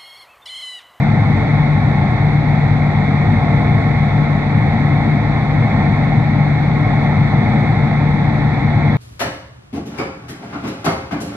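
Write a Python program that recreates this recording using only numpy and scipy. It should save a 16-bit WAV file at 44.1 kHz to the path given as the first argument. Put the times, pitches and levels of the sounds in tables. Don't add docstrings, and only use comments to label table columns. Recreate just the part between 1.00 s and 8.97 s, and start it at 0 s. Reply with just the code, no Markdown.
import sys
import numpy as np
from scipy import signal
from scipy.fft import rfft, irfft, next_fast_len
from scipy.io import wavfile

SR = 44100
rng = np.random.default_rng(int(sys.argv[2]) if len(sys.argv) > 2 else 0)


def dump_mix(stems):
    frames = np.atleast_2d(stems).T
    limited = np.clip(frames, -1, 1)
    pcm = np.round(limited * 32767).astype(np.int16)
    wavfile.write(sys.argv[1], SR, pcm)


N = 351477
PAD = next_fast_len(N + SR // 2)

# f/Hz, width/Hz, left level/dB, right level/dB, left sign, right sign
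CABINET_MODES = [(37, 45, -58.5, -60.5, -1, -1), (106.2, 27.1, -32.5, -34.5, -1, -1),
                 (157.9, 11, -40, -46, 1, 1), (205.4, 38, -37, -40, 1, 1), (227, 12.2, -43.5, -49, 1, 1),
                 (296.2, 32, -43, -55.5, -1, -1), (359, 51, -56.5, -53.5, -1, -1),
                 (452, 36.6, -62.5, -50.5, -1, -1), (530, 115, -65, -62, 1, -1),
                 (620.2, 29, -51, -52.5, 1, 1), (665.2, 45.2, -44.5, -42.5, 1, 1),
                 (706, 168, -45, -44, -1, -1), (878, 177, -46.5, -47, 1, 1), (972, 47, -51, -50.5, -1, -1),
                 (1096, 56, -51.5, -52, 1, 1), (1219, 45, -61.2, -55.5, 1, 1),
                 (1295, 88, -54.5, -54.5, 1, 1), (1472, 45, -57, -73.5, -1, 1),
                 (1556, 87, -60.5, -53, -1, 1), (1827, 67, -69.5, -47, -1, -1),
                 (2075, 1070, -56.5, -53.5, -1, -1), (2151, 140, -42.5, -41, 1, 1),
                 (2370, 55, -59, -52.5, -1, -1), (2725, 350, -64, -61.5, 1, 1),
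                 (3520, 140, -50.5, -51.5, 1, -1), (3834, 354, -58.5, -56, 1, 1),
                 (4340, 179, -56.5, -63, 1, 1), (5000, 1097, -79, -65, 1, 1),
                 (6190, 330, -67.5, -63.5, -1, 1), (7540, 499, -66, -66, -1, 1)]
# f/Hz, level/dB (per Hz)
SCATTER_SPECTRUM = [(20, -78.5), (60, -76.5), (150, -55.5), (350, -60.5), (800, -75), (1500, -66),
                    (2200, -60), (3000, -87), (3800, -72.5), (5000, -90), (8000, -102.6), (12500, -120.1)]
# multiple of the shaft speed, level/dB (over the rush in 1 Hz)
FAN_TONE_LEVELS = [(1, 12), (3, 20.5), (6, 11.5), (9, 6), (12, 2)]

FAN_HZ, BLADES = 49.28, 3
CHOP_CORNER_HZ = 3500
COMPRESSOR_HZ, COMPRESSOR_DB = 52.82, 20
RUSH_CORNER_HZ = 1326
LEFT_LAG_S, LEFT_BASS_HZ = 6.6e-5, 12
CEILING, EDGE_HZ = 1.6, 12820


def rush(turns, chop, swell_db):
    hz = np.fft.rfftfreq(PAD, 1 / SR)
    air = np.sqrt(SR / 2) * rng.standard_normal(PAD)
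    large_eddies = irfft(rfft(air) / (1 + (hz / CHOP_CORNER_HZ) ** 4), PAD)
    blade_passing = np.cos(2 * np.pi * BLADES * turns)
    swell = gain_of(swell_db * drift(0.303, 4.0))
    return (air + chop * blade_passing * large_eddies) * swell


def fan_tones(turns):
    tones = np.zeros(PAD)
    for order, db in FAN_TONE_LEVELS:
        level = gain_of(db + 1.1 * drift(0.398, 3.3))
        phase = order * turns + rng.random()
        tones += np.sqrt(2) * level * np.sin(2 * np.pi * phase)
    return tones


def compressor():
    level = gain_of(COMPRESSOR_DB + 0.6 * drift(0.44, 3.0))
    phase = COMPRESSOR_HZ * np.arange(PAD) / SR + rng.random()
    return np.sqrt(2) * level * np.sin(2 * np.pi * phase)


def cabinet(source):
    hz = np.fft.rfftfreq(PAD, 1 / SR)
    ports = 0
    for mode_hz, width, left_db, right_db, left_sign, right_sign in CABINET_MODES:
        ring = width * hz / (mode_hz ** 2 - hz ** 2 + 1j * width * hz)
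        port_gains = np.sign([left_sign, right_sign]) * gain_of([left_db, right_db])
        ports = ports + np.outer(port_gains, ring)
    left_delay = np.exp(-2j * np.pi * hz * LEFT_LAG_S)
    left_bass_cut = hz / (hz - 1j * LEFT_BASS_HZ)
    ports[0] *= left_delay * left_bass_cut
    rolloff = 1 / (1 + (hz / RUSH_CORNER_HZ) ** 2)
    return irfft(ports * rfft(source) * rolloff, PAD)


def scatter(turns):
    hz = np.fft.rfftfreq(PAD, 1 / SR)
    point_hz, point_db = np.transpose(SCATTER_SPECTRUM)
    colour = gain_of(np.interp(np.log(hz + 1), np.log(point_hz), point_db))
    port_rush = [rush(turns, chop=0.12, swell_db=-0.03) for port in range(2)]
    return irfft(colour * rfft(port_rush), PAD)


def drift(low_hz, high_hz):
    t = np.arange(0, PAD + 256, 256) / SR
    rates = np.geomspace(low_hz, high_hz, num=24)
    wave = sum(np.sin(2 * np.pi * (f * t + rng.random())) / np.sqrt(f) for f in rates)
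    return np.interp(np.arange(PAD) / SR, t, wave / wave.std())


def gain_of(db):
    return 10 ** (np.asarray(db) / 20)


def scene():
    turns = FAN_HZ * np.arange(PAD) / SR + 0.012 * drift(0.3, 2.0)
    source = rush(turns, chop=0.2, swell_db=0.68) + fan_tones(turns) + compressor()
    return (cabinet(source) + scatter(turns))[:, :N]


def record(dry):
    held = CEILING * np.tanh(dry / CEILING)
    band_limit = signal.firwin(511, EDGE_HZ, window=("kaiser", 9), fs=SR)
    return signal.oaconvolve(held, band_limit[None], "same")


dry = scene()
out = record(dry)
dump_mix(out)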